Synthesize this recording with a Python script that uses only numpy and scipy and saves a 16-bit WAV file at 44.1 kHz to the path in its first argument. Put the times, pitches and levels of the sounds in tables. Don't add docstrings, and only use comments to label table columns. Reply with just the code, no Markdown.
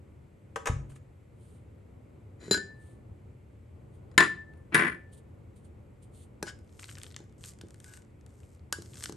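import sys
import numpy as np
from scipy import signal
from scipy.fft import rfft, irfft
from scipy.io import wavfile
from scipy.ndimage import uniform_filter1d

SR = 44100
rng = np.random.default_rng(int(sys.argv[2]) if len(sys.argv) > 2 else 0)


def wav_out(sig):
    wavfile.write(sys.argv[1], SR, np.round(np.clip(np.atleast_2d(sig).T, -1, 1) * 32767).astype(np.int16))


N = 403956

# f/Hz, relative level/dB, t60/s
LID_RIM = [(1766, -7, .06), (4064, 1, .11), (4092, -12, .15), (4420, -16, .04), (7050, 2, .07),
           (7075, -12, .16), (8430, -16, .04), (10590, -1, .1)]
LID_DOME = [(9590, 0, .07), (9625, -9, .17), (10820, -5, .09), (10860, -13, .16)]
MUG = [(1510, 0, .14), (1642, -1, .18), (2837, -22, .06), (3960, -20, .05), (4893, -16, .08),
       (6090, -20, .05)]
# f/Hz, relative level/dB, t60/s
THUD = [(125, -14, .06), (190, -3, .06), (250, -10, .06), (310, -9, .07), (345, 0, .1), (411, 0, .08),
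        (500, -14, .04)]
HARDNESS_HZ = [14000, 13910, 7090, 5400, 500]


def crockery():
    modes = LID_RIM, LID_DOME, MUG, BOARD, THUD
    spreads = 1.1, 1.5, 1.5, 2.4, 2.0
    bodies = []
    for body_modes, spread, hardness_hz in zip(modes, spreads, HARDNESS_HZ):
        bodies.append(signal.fftconvolve(ring(body_modes, spread), push(hardness_hz)[None]))
    force, out = np.zeros((5, 2, N)), np.zeros((2, N))
    knock_lid(force, out)
    rock_mug(out)
    tap_spoon(force, out)
    stroke(force, out, bodies)
    force[4] = force[4].mean(0)
    out += sum(signal.oaconvolve(f, b, axes=1)[:, :N] for f, b in zip(force, bodies))
    return signal.sosfilt(signal.butter(3, 130, "high", fs=SR, output="sos"), out)


BLOWS = {"rim on mug": [(2.48, -34, -30, -14), (2.511, -14, 1, -6), (2.51494, -19, -4, 0),
         (2.52207, -26, 5, -10), (2.52995, -26, 4, 6), (2.54114, -27, 2, 6), (2.552, -24, -24, -8),
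         (2.573, -30, -14, 2)], "lip grazing mug": [(2.516, -32, -20, -10), (2.544, -24, -20, -10),
         (2.576, -29, -20, -10)], "edge on table": [(4.114, -58, -10, 4), (4.141, -62, -12, 1),
         (4.1785, -7, -11, 6), (4.205, -10, -22, -1), (4.215, -20, -20, -8), (4.225, -16, -22, -7),
         (4.236, -19, -22, -5), (4.247, -21, -20, -8), (4.26, -28, -16, -8), (4.278, -34, -14, -6)],
         "knob on table": [(4.536, -64, -4, 9), (4.573, -66, 3, -5), (4.745, -7.5, -8, -2),
         (4.752, -9, -11, -2), (4.758, -16, -20, -10), (4.766, -14, -18, -11), (4.777, -16, -18, -5),
         (4.785, -15, -20, -14), (4.794, -13, -22, -8), (4.799, -15, -24, -14), (4.809, -15, -24, -15),
         (4.821, -15, -24, -14), (4.835, -17, -24, -16), (4.848, -17, -24, -13), (4.853, -19, -24, -15),
         (4.869, -21, -22, -14), (4.878, -19, -18, -17), (4.882, -21, -22, -16), (4.897, -24, -22, -16),
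         (4.9184, -30, -22, -16), (4.9265, -31, -22, -16), (4.9464, -35, -22, -16)]}
CONTACTS = {"rim on mug": ("glaze", -2, -28, -22, -10, -12, -30, -1, 1500, 4.5),
            "lip grazing mug": ("glaze", 0, -20, 0, -12, 4, -30, 0, 1500, 4.5),
            "edge on table": ("wood", -1, -6, -25, -6, -5, -1, 1, 1150, 5.5),
            "knob on table": ("wood", -28, -1, -22, -8, -30, -2.5, -3, 1850, 4)}
# f/Hz, relative level/dB, t60/s
MUG_LIP = [(4893, 0, .06), (4716, -14, .05), (6090, -14, .03)]
LID_EDGE = [(7058, -2, .09), (9595, 1, .06)]


def knock_lid(force, out):
    edges = {"glaze": ring(MUG_LIP, size=6000), "wood": ring(LID_EDGE, size=6000)}
    for name, contact in CONTACTS.items():
        surface, rim_db, dome_db, mug_db, thud_db, edge_db, board_db, splinter_db, board_hz, pan = contact
        for s, db, ring_db, crack_db in BLOWS[name]:
            parts = db + np.array([rim_db + ring_db, dome_db + ring_db, mug_db, -np.inf, thud_db])
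            add(out, s, panned(gain_of(db + board_db) * spot(board_hz), pan))
            add(out, s, panned(gain_of(db + ring_db + edge_db) * edges[surface], pan))
            add(force, s, gain_of(parts)[:, None, None] * panned(np.ones(1), pan))
            splinter = crack(points=SPLINTERS[surface])
            splinter = np.convolve(np.convolve(splinter, push(15000)), push(15000))
            add(out, s, panned(splinter * gain_of(db + crack_db + splinter_db), pan))


# f/Hz, relative level/dB, t60/s
BOARD = [(800, -20, .04), (930, -13, .04), (1040, -4, .07), (1155, -6, .06), (1345, -8, .05),
         (1419, -6, .06), (1531, -4, .06), (1645, -1, .05), (1724, 1, .05), (1850, 0, .05), (1937, 0, .06),
         (2043, -2, .06), (2276, -2, .05), (2440, -6, .04), (2680, -7, .045), (2900, -12, .035),
         (3180, -12, .04), (3400, -17, .035)]
SPOT_DB, SPOT_SHIFT = 4.0, .015
FOCUS_DB = 7.0


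def spot(favoured_hz):
    shift, lean = rng.uniform(-1, 1, (2, len(BOARD)))
    hz, db, t60 = np.transpose(BOARD)
    db = db + SPOT_DB * lean - FOCUS_DB * np.log2(hz / favoured_hz) ** 2
    modes = np.transpose([hz * (1 + SPOT_SHIFT * shift), db, t60])
    return signal.fftconvolve(ring(modes, 2.4, sense=-1, size=6000), push(HARDNESS_HZ[3])[None])


# f/Hz, relative level/dB (not read), free t60/s
LID_OVAL = [(1761.5, 0, .52), (1771.7, 0, .46)]
# t/s, level/dB into either axis, radians the second axis leads,
# multiple of the free t60
SINGS = [(2.573, -40, -47, -2.8, 1.15), (4.181, -23.5, -22, -2.05, 1), (4.1821, -20, -40, 0, .22),
         (4.88, -43, -55, 0, 1)]


def oval():
    out, t = np.zeros((2, N)), np.arange(SR // 2) / SR
    for s, first_db, second_db, lead, share in SINGS:
        for (hz, _, t60), level_db, turn in zip(LID_OVAL, (first_db, second_db), (0, lead)):
            decay = gain_of(level_db - 60 * t / (share * t60))
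            add(out, s, panned(decay * np.sin(2 * np.pi * hz * t + turn), 3.0))
    return out


# f/Hz, relative level/dB, t60/s
MUG_FOOT = [(400, 0, .05), (215, -10, .06)]
# t/s, strength level/dB
NUDGES = [(2.481, -31), (2.5115, -15), (2.548, -33), (2.578, -35), (6.4275, -35)]


def rock_mug(out):
    foot = signal.fftconvolve(ring(MUG_FOOT, size=6000), push(900)[None])
    for s, db in NUDGES:
        add(out, s, gain_of(db) * foot)


# t/s, strength level/dB, then level/dB into mug, thud, crack, spoon, left-right level/dB
SPOON = [(6.4273, -19, -19, -7, -10, -10, 5.5), (6.468, -36, -30, -19, -20, -4, 6),
         (6.478, -32, -4, -19, -22, -20, 6), (7.203, -36, -25, -1.5, -22, -14, 3),
         (7.24, -47, -25, -5, -16, -14, 0), (7.613, -35, -25, -16, -11.5, -25, 1),
         (7.636, -35, -42, 1.5, -34, -30, 2), (8.435, -54, -32, -10, -12, -20, 1),
         (8.7256, -12, -18, -26, -7.5, -25, 3), (8.786, -27, -34, -3, -28, -30, 0),
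         (8.821, -35, -23, -20, -8, -30, 2), (9.095, -23, -36, -4.5, -17, -20, 6),
         (9.123, -28.5, -30, -2, -12, -20, 4)]
# f/Hz, relative level/dB, t60/s
WOOD = [(603, -4, .04), (840, 0, .035), (985, -4, .03), (2380, -12, .02), (4100, -4, .03)]
# f/Hz, relative level/dB per Hz
TICK = [(290, -28), (500, -6), (1750, -4.5), (2250, -15), (6260, -4.5), (8520, -7), (10000, -7),
        (11300, -8), (12400, -13), (16100, -51), (22000, -120)]
DAMPED = .7


def tap_spoon(force, out):
    wood, held = ring(WOOD), ring(np.array(MUG) * [1, 1, DAMPED])
    for s, db, mug_db, thud_db, crack_db, wood_db, pan in SPOON:
        add(out, s, panned(gain_of(db + wood_db) * wood, pan))
        add(out, s, gain_of(db + mug_db) * panned(held, pan))
        add(force[4], s, gain_of(db + thud_db) * panned(np.ones(1), 0))
        add(out, s, panned(crack(t60=0.014, points=TICK) * gain_of(db + crack_db + 8.5), pan))


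# (start t/s, rise/s, hold/s, fall/s, pressure level/dB),
# (contacts per s, level/dB into rim, dome, mug, board, thud, crack), surface
STROKES = [((2.385, .03, .085, .008, -57), (1800, -6, -35, -24, -7, 4, -8), "glaze"),
           ((2.522, .004, .003, .065, -32), (590, -18, -30, -12, -19.5, -3, -6), "glaze"),
           ((4.187, .004, .01, .08, -26), (1200, -30, -26, -32.5, -4, -7, -10), "wood"),
           ((4.716, .008, .018, .004, -43), (2000, -40, -30, -30, 0, 1, -30), "wood"),
           ((4.752, .004, .09, .07, -35), (700, -48, -16.5, -30.5, 0, -4, -19), "wood"),
           ((6.45, .025, .01, .035, -42), (2030, -42, -32, -16, -20, -18, -3), "glaze"),
           ((7.83, .03, .115, .02, -65.5), (1940, -43.5, -44, 0, -24.5, -20, -4), "wood")]


def stroke(force, out, bodies):
    sizes = np.array([np.linalg.norm(b[0]) for b in bodies])
    for row, (per_s, *shares, crack_db), surface in STROKES:
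        start = round(row[0] * SR)
        contact = (grains(per_s, spread_db=3.0) * swells([row]))[start:start + SR // 2]
        contact = panned(contact, 4.0)
        add(force, row[0], (gain_of(shares) / sizes)[:, None, None] * contact)
        splinter = np.convolve(crack(points=SPLINTERS[surface]), push(7000))
        crackle = signal.fftconvolve(contact, splinter[None])
        add(out, row[0], gain_of(crack_db) / np.linalg.norm(splinter) * crackle)


# t/s, level/dB, f/Hz
POPS = [(6.5899, -51, 9100), (6.794, -36, 3020), (6.797, -36, 8020), (6.8275, -38, 7500),
        (6.832, -34, 2520), (6.8424, -32, 4230), (6.857, -42, 8500), (6.8843, -39, 7970),
        (6.8910, -34, 2580), (6.8955, -35, 3000), (6.913, -40, 2200), (6.925, -44, 8800),
        (6.9541, -36, 5540), (6.9716, -40, 2620), (6.979, -42, 1500), (6.9845, -34, 9070), (7.0, -44, 7500),
        (7.0165, -37, 3470), (7.0339, -29, 8390), (7.043, -38, 3200), (7.0658, -37, 3520),
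        (7.105, -46, 5500), (7.113, -44, 4000), (7.1232, -45, 8540), (7.1442, -39, 3540),
        (7.1641, -27, 6650), (7.1906, -46, 6840), (7.4096, -50, 7720), (7.4395, -32, 3520),
        (7.4484, -36, 7890), (7.5183, -48, 8320), (7.5363, -46, 8540), (7.5882, -46, 7660),
        (7.6121, -38, 3520), (7.6854, -47, 8540), (7.7069, -43, 7840), (7.7438, -44, 8710),
        (7.8022, -39, 8510), (7.8436, -36, 8530), (7.9374, -37, 8420), (7.9733, -41, 8290),
        (8.0212, -50, 7560), (8.2636, -45, 8670), (8.4033, -51, 7900), (8.4334, -52, 2710),
        (8.5495, -54, 8960), (8.8603, -45, 5340), (8.9351, -41, 3530), (8.9431, -40, 7640),
        (8.9564, -38, 6280), (8.971, -39, 5100), (8.9804, -40, 7030), (9.0079, -35, 6950),
        (9.0254, -33, 5140), (9.0389, -21, 7850), (9.0578, -24, 5190), (9.0902, -37, 7340)]
# f/Hz, relative level/dB per Hz
STICKY = [(350, -54), (600, -57), (1170, -4), (1650, -12), (1930, -10.5), (3720, -8), (8380, 3.5),
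          (10100, -2.5), (11400, -1), (12400, -3), (16100, -47), (22000, -120)]
# start t/s, rise/s, hold/s, fall/s, effort level/dB
SCOOPS = [(6.6, .15, .1, .05, -72), (6.77, .04, .03, .05, -60), (6.86, .035, .02, .08, -56),
          (6.96, .07, .05, .1, -63), (7.38, .09, .02, .04, -52), (7.6, .1, .1, .05, -79),
          (7.8, .05, .12, .06, -62), (8.26, .04, .26, .03, -76), (8.73, .005, .01, .09, -62),
          (8.79, .04, .02, .1, -65), (8.85, .1, .05, .02, -60), (8.97, .07, .01, .06, -47)]
DIGGING_S = (6.62, 8.6)
SMALL_POPS, SMALL_POP_DB, POP_PAN_DB = 60, -61.5, 4


def rice():
    out, t = np.zeros(N), np.arange(300) / SR
    when, size, pitch = rng.random((SMALL_POPS, 3)).T
    small_s = np.interp(when, [0, 1], DIGGING_S)
    small_db = SMALL_POP_DB + 12.0 * (size - .5)
    small_hz = 2600 * 3.6 ** pitch ** .3
    for s, db, hz in [*POPS, *np.transpose([small_s, small_db, small_hz])]:
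        cycles = hz * t
        tone = 1.6 * (hz / 8000) ** .6 * np.sin(2 * np.pi * cycles) * np.exp(-cycles / 1.2)
        tick = 0.5 * crack(t60=0.016)[:300]
        add(out, s, gain_of(db) * (tone + tick))
    pops = signal.sosfilt(signal.butter(2, 750, "high", fs=SR, output="sos"), out)
    fine = panned(grains(1500, spread_db=4.0), 3.0) + .35 * rng.standard_normal((2, N))
    return panned(pops, POP_PAN_DB) + evened(colour(fine, STICKY)) * swells(SCOOPS)


# t/s, strength level/dB, crack level/dB and boom level/dB over it, hardness f/Hz
LATCH = [(.5592, -23, -6, -33, 5000), (.563, -28, -14, -33, 3000), (.568, -24, -26, -32, 1200),
         (.574, -26, -30, -30, 800), (.657, -30, 3, -40, 4000), (.661, -27, -10, -36, 3000),
         (.666, -27, -8, -40, 3000), (.670, -22, -1, -41, 4000), (.673, -22, -6, -41, 3000),
         (.679, -27, -10, -40, 2000), (.685, -23, -12, -36, 1200), (.691, -26, -16, -36, 900),
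         (.698, -31.5, -40, 14.5, 900), (.703, -32, -11.5, -30, 1200), (.9, -63, 6, 3, 3000),
         (.918, -58, 3, -10, 3000), (.96, -54, 2, -16, 4000)]
# f/Hz, relative level/dB, t60/s
DOOR = [(452, -3, .04), (580, -7, .04), (800, -5, .03), (950, -3, .03), (1107, 1, .035), (1267, 0, .035),
        (1550, -3, .03), (1717, -4, .025), (1916, -4, .025), (2500, -9, .02), (5200, -10, .012),
        (6500, -8, .015)]
# f/Hz, relative level/dB, t60/s
BOOM = [(60, -4, .25), (91.5, 1, .45), (108, 9, .1), (135, 1, .7), (225, -9, .2)]
# f/Hz, relative level/dB per Hz
SNAP = [(300, -30), (700, -4), (1400, 2), (3000, -4), (4300, -16), (5300, -14), (6500, -5), (9000, -12),
        (12000, -18), (16100, -55), (22000, -120)]


def door():
    force, shove, out = np.zeros((3, N))
    for s, db, crack_db, boom_db, hardness_hz in LATCH:
        add(force, s, gain_of(db) * push(hardness_hz))
        add(shove, s, gain_of(db + boom_db) * push(260))
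        add(out, s, gain_of(db + crack_db) * crack(t60=0.045, points=SNAP))
    sheet = signal.oaconvolve(force[None], ring(DOOR, sense=-1), axes=1)[:, :N]
    high_pass = signal.butter(2, 250, "high", fs=SR, output="sos")
    clatter = signal.sosfilt(high_pass, panned(out + sheet, 2.2))
    boom = signal.oaconvolve(shove[None], ring(BOOM), axes=1)[:, :N]
    return clatter - boom


# start t/s, rise/s, hold/s, fall/s, level/dB
RUSTLES = [(.89, .008, .01, .07, -65), (.95, .008, .005, .03, -66), (1.33, .09, .14, .1, -74),
           (2.73, .09, .1, .1, -73), (3.9, .045, .01, .05, -76), (5.115, .015, .005, .06, -62),
           (5.165, .012, .01, .04, -68), (5.55, .014, .005, .07, -69), (5.63, .02, .005, .04, -69),
           (6.015, .013, .005, .05, -66), (6.11, .04, .09, .04, -66)]
# f/Hz, relative level/dB per Hz
CLOTH = [(1760, -36), (3000, 3), (3850, 0.5), (4360, -1), (5440, -9.5), (9450, 10.5), (11100, -4.5),
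         (12400, 0), (16100, -71), (22000, -120)]


def rustle():
    fibres = grains(6000, spread_db=2.5) + .7 * rng.standard_normal((2, N))
    return evened(colour(fibres, CLOTH)) * swells(RUSTLES)


# f/Hz, t60/s
ROOM = [(200, 0.51), (1000, 0.33), (3000, .32), (8000, 0.31), (12000, .15)]


def kitchen(x):
    taps = np.zeros((2, SR // 2))
    at = np.arange(130, SR // 2 - 20, 20)
    at = at + rng.integers(0, 20, (2, len(at)))
    np.put_along_axis(taps, at, rng.choice([-1., 1.], at.shape), 1)
    hz, t, bands = signal.stft(diffuse(*taps), SR, nperseg=256)
    fading = bands * gain_of(-60 * t / read(ROOM, hz)[:, None])
    tail = signal.istft(fading, SR, nperseg=256)[1]
    return signal.oaconvolve(x.mean(0)[None], tail / np.linalg.norm(tail[0]), axes=1)[:, :N]


# f/Hz, relative level/dB per Hz
HUM = [(12, -75.5), (20, -41.5), (35, -20), (55, -12), (80, -1.5), (129, -5.5), (157, -14), (217, -14),
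       (251, -17.5), (360, -17.5), (597, -23.5), (642, -30), (702, -29), (1500, -39), (1950, -79),
       (3300, -120)]
HISS = [(530, -31.5), (900, -14.5), (1240, -13), (2210, -8), (2420, -11), (2820, -15), (3630, -21),
        (5630, -27), (8270, -19.5), (9340, -28.5), (12400, -20), (16100, -59.5), (22000, -120)]
# t/s, level/dB
HUM_LEVEL = [(0.0, -53), (0.41, -57), (0.84, -50), (1.04, -56), (2.58, -52), (3.62, -55), (3.77, -52),
             (8.7, -55), (9.16, -52)]
HISS_DB = -77


def hum():
    lumps = evened(uniform_filter1d(uniform_filter1d(rng.standard_normal(N), 3000), 3000))
    wash = evened(colour(diffuse(*rng.standard_normal((2, N))), HUM))
    level_db = np.interp(np.arange(N) / SR, *np.transpose(HUM_LEVEL)) + .8 * lumps
    hiss = evened(colour(diffuse(*rng.standard_normal((2, N))), HISS))
    return wash * gain_of(level_db) + gain_of(HISS_DB) * hiss


def gain_of(db):
    return 10 ** (np.asarray(db) / 20)


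def evened(x):
    return x / np.sqrt(np.mean(x ** 2) + 1e-20)


def read(points, hz):
    f, value = np.transpose(points)
    return np.interp(np.log(hz + 1), np.log(f + 1), value)


def add(mix, s, sound):
    part = mix[..., round(s * SR):][..., :sound.shape[-1]]
    part += sound[..., :part.shape[-1]]


def colour(x, points):
    size = x.shape[-1]
    return irfft(rfft(x) * gain_of(read(points, np.fft.rfftfreq(size, 1 / SR))), size)


def panned(x, db):
    return x * gain_of(np.array([[.5], [-.5]]) * db)


def push(hardness_hz):
    t = np.arange(600) / SR
    force = t * np.exp(-2 * np.pi * np.clip(hardness_hz, 40, 20000) * t)
    return force / force.sum()


def ring(modes, spread=1.5, sense=1, size=SR // 2):
    t, out = np.arange(size) / SR, np.zeros((2, size))
    turns = spread * rng.uniform(-1, 1, len(modes))
    for k, ((hz, db, t60), turn) in enumerate(zip(modes, turns)):
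        lead = min(hz / 1200, 1) * turn * np.array([[.5], [-.5]])
        sign = sense ** k
        out += sign * gain_of(db - 60 * t / t60) * np.sin(2 * np.pi * hz * t + lead)
    return out / abs(out).max()


# f/Hz, relative level/dB per Hz
CRACK = [(180, -34.5), (300, -11), (650, -18), (1660, 3), (2310, -7), (3300, -5), (6260, -13), (8160, -9.5),
         (10100, -22), (11300, -16.5), (12400, -29), (16100, -55), (22000, -120)]
GLAZE = [(300, -30), (800, -14), (1700, -6), (3000, -6), (5000, -4), (7000, -3), (9000, -6), (11300, -10),
         (12400, -20), (16100, -50), (22000, -120)]
SPLINTERS = {"glaze": GLAZE, "wood": CRACK}


def crack(t60=0.021, points=CRACK):
    t = np.arange(1024) / SR
    rise = 1 - np.exp(-t / .0004)
    noise = evened(colour(rng.standard_normal(size=1024), points))
    return noise * gain_of(-7 - 60 * t / t60) * rise


def grains(per_s, spread_db):
    size = gain_of(spread_db * np.minimum(rng.exponential(1, N), 4))
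    return evened(size * (rng.random(N) < per_s / SR) * rng.choice([-1., 1.], N))


EDGE_DB = -22


def swells(rows):
    t, level = np.arange(N) / SR, np.zeros(N)
    for start, rise, hold, fall, db in rows:
        corners = start + np.cumsum(np.abs([0, rise, hold, fall]))
        level += gain_of(db + np.interp(t, corners, [EDGE_DB, 0, 0, EDGE_DB], -200, -200))
    return uniform_filter1d(level, size=200)


# f/Hz, left-right likeness (0 to 1)
SAME = [(60, 1), (170, 0.92), (500, 0.19), (1440, 0.063), (4150, 0.78), (12000, 0.12)]


def diffuse(a, b):
    same = np.clip(read(SAME, np.fft.rfftfreq(len(a), 1 / SR)), -1, 1)
    return np.array([a, irfft(same * rfft(a) + np.sqrt(1 - same ** 2) * rfft(b), len(a))])


def scene():
    near, oven = crockery() + rice(), door()
    room = kitchen(gain_of(-12.5) * near + gain_of(-8) * oven)
    return near + oven + room + oval() + rustle() + hum()


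# f/Hz, radians
PORT_PHASE = [(100, 0), (8700, .1), (9900, -3.1), (10800, -3.5), (12100, -6.3)]
# f/Hz, left-right level/dB
PORT_TILT = [(4000, 0), (8000, -3), (12000, -8)]
EDGE_HZ = 14500


def record(dry):
    hz = np.fft.rfftfreq(N, 1 / SR)
    halves = np.array([[.5], [-.5]])
    turn = np.exp(1j * halves * read(PORT_PHASE, hz)) * gain_of(halves * read(PORT_TILT, hz))
    top = gain_of(read([(11500, 2.5), (13000, -15.5), (15000, -12)], hz))
    roll = top / np.sqrt(1 + (30 / (hz + 1)) ** 4)
    ports = panned(irfft(rfft(dry) * turn * roll, N), .9)
    ports = .92 * np.tanh(ports / .92)
    band = signal.firwin(255, EDGE_HZ, window=("kaiser", 9), fs=SR)
    return signal.oaconvolve(ports, band[None], "same")


dry = scene()
out = record(dry)
wav_out(out)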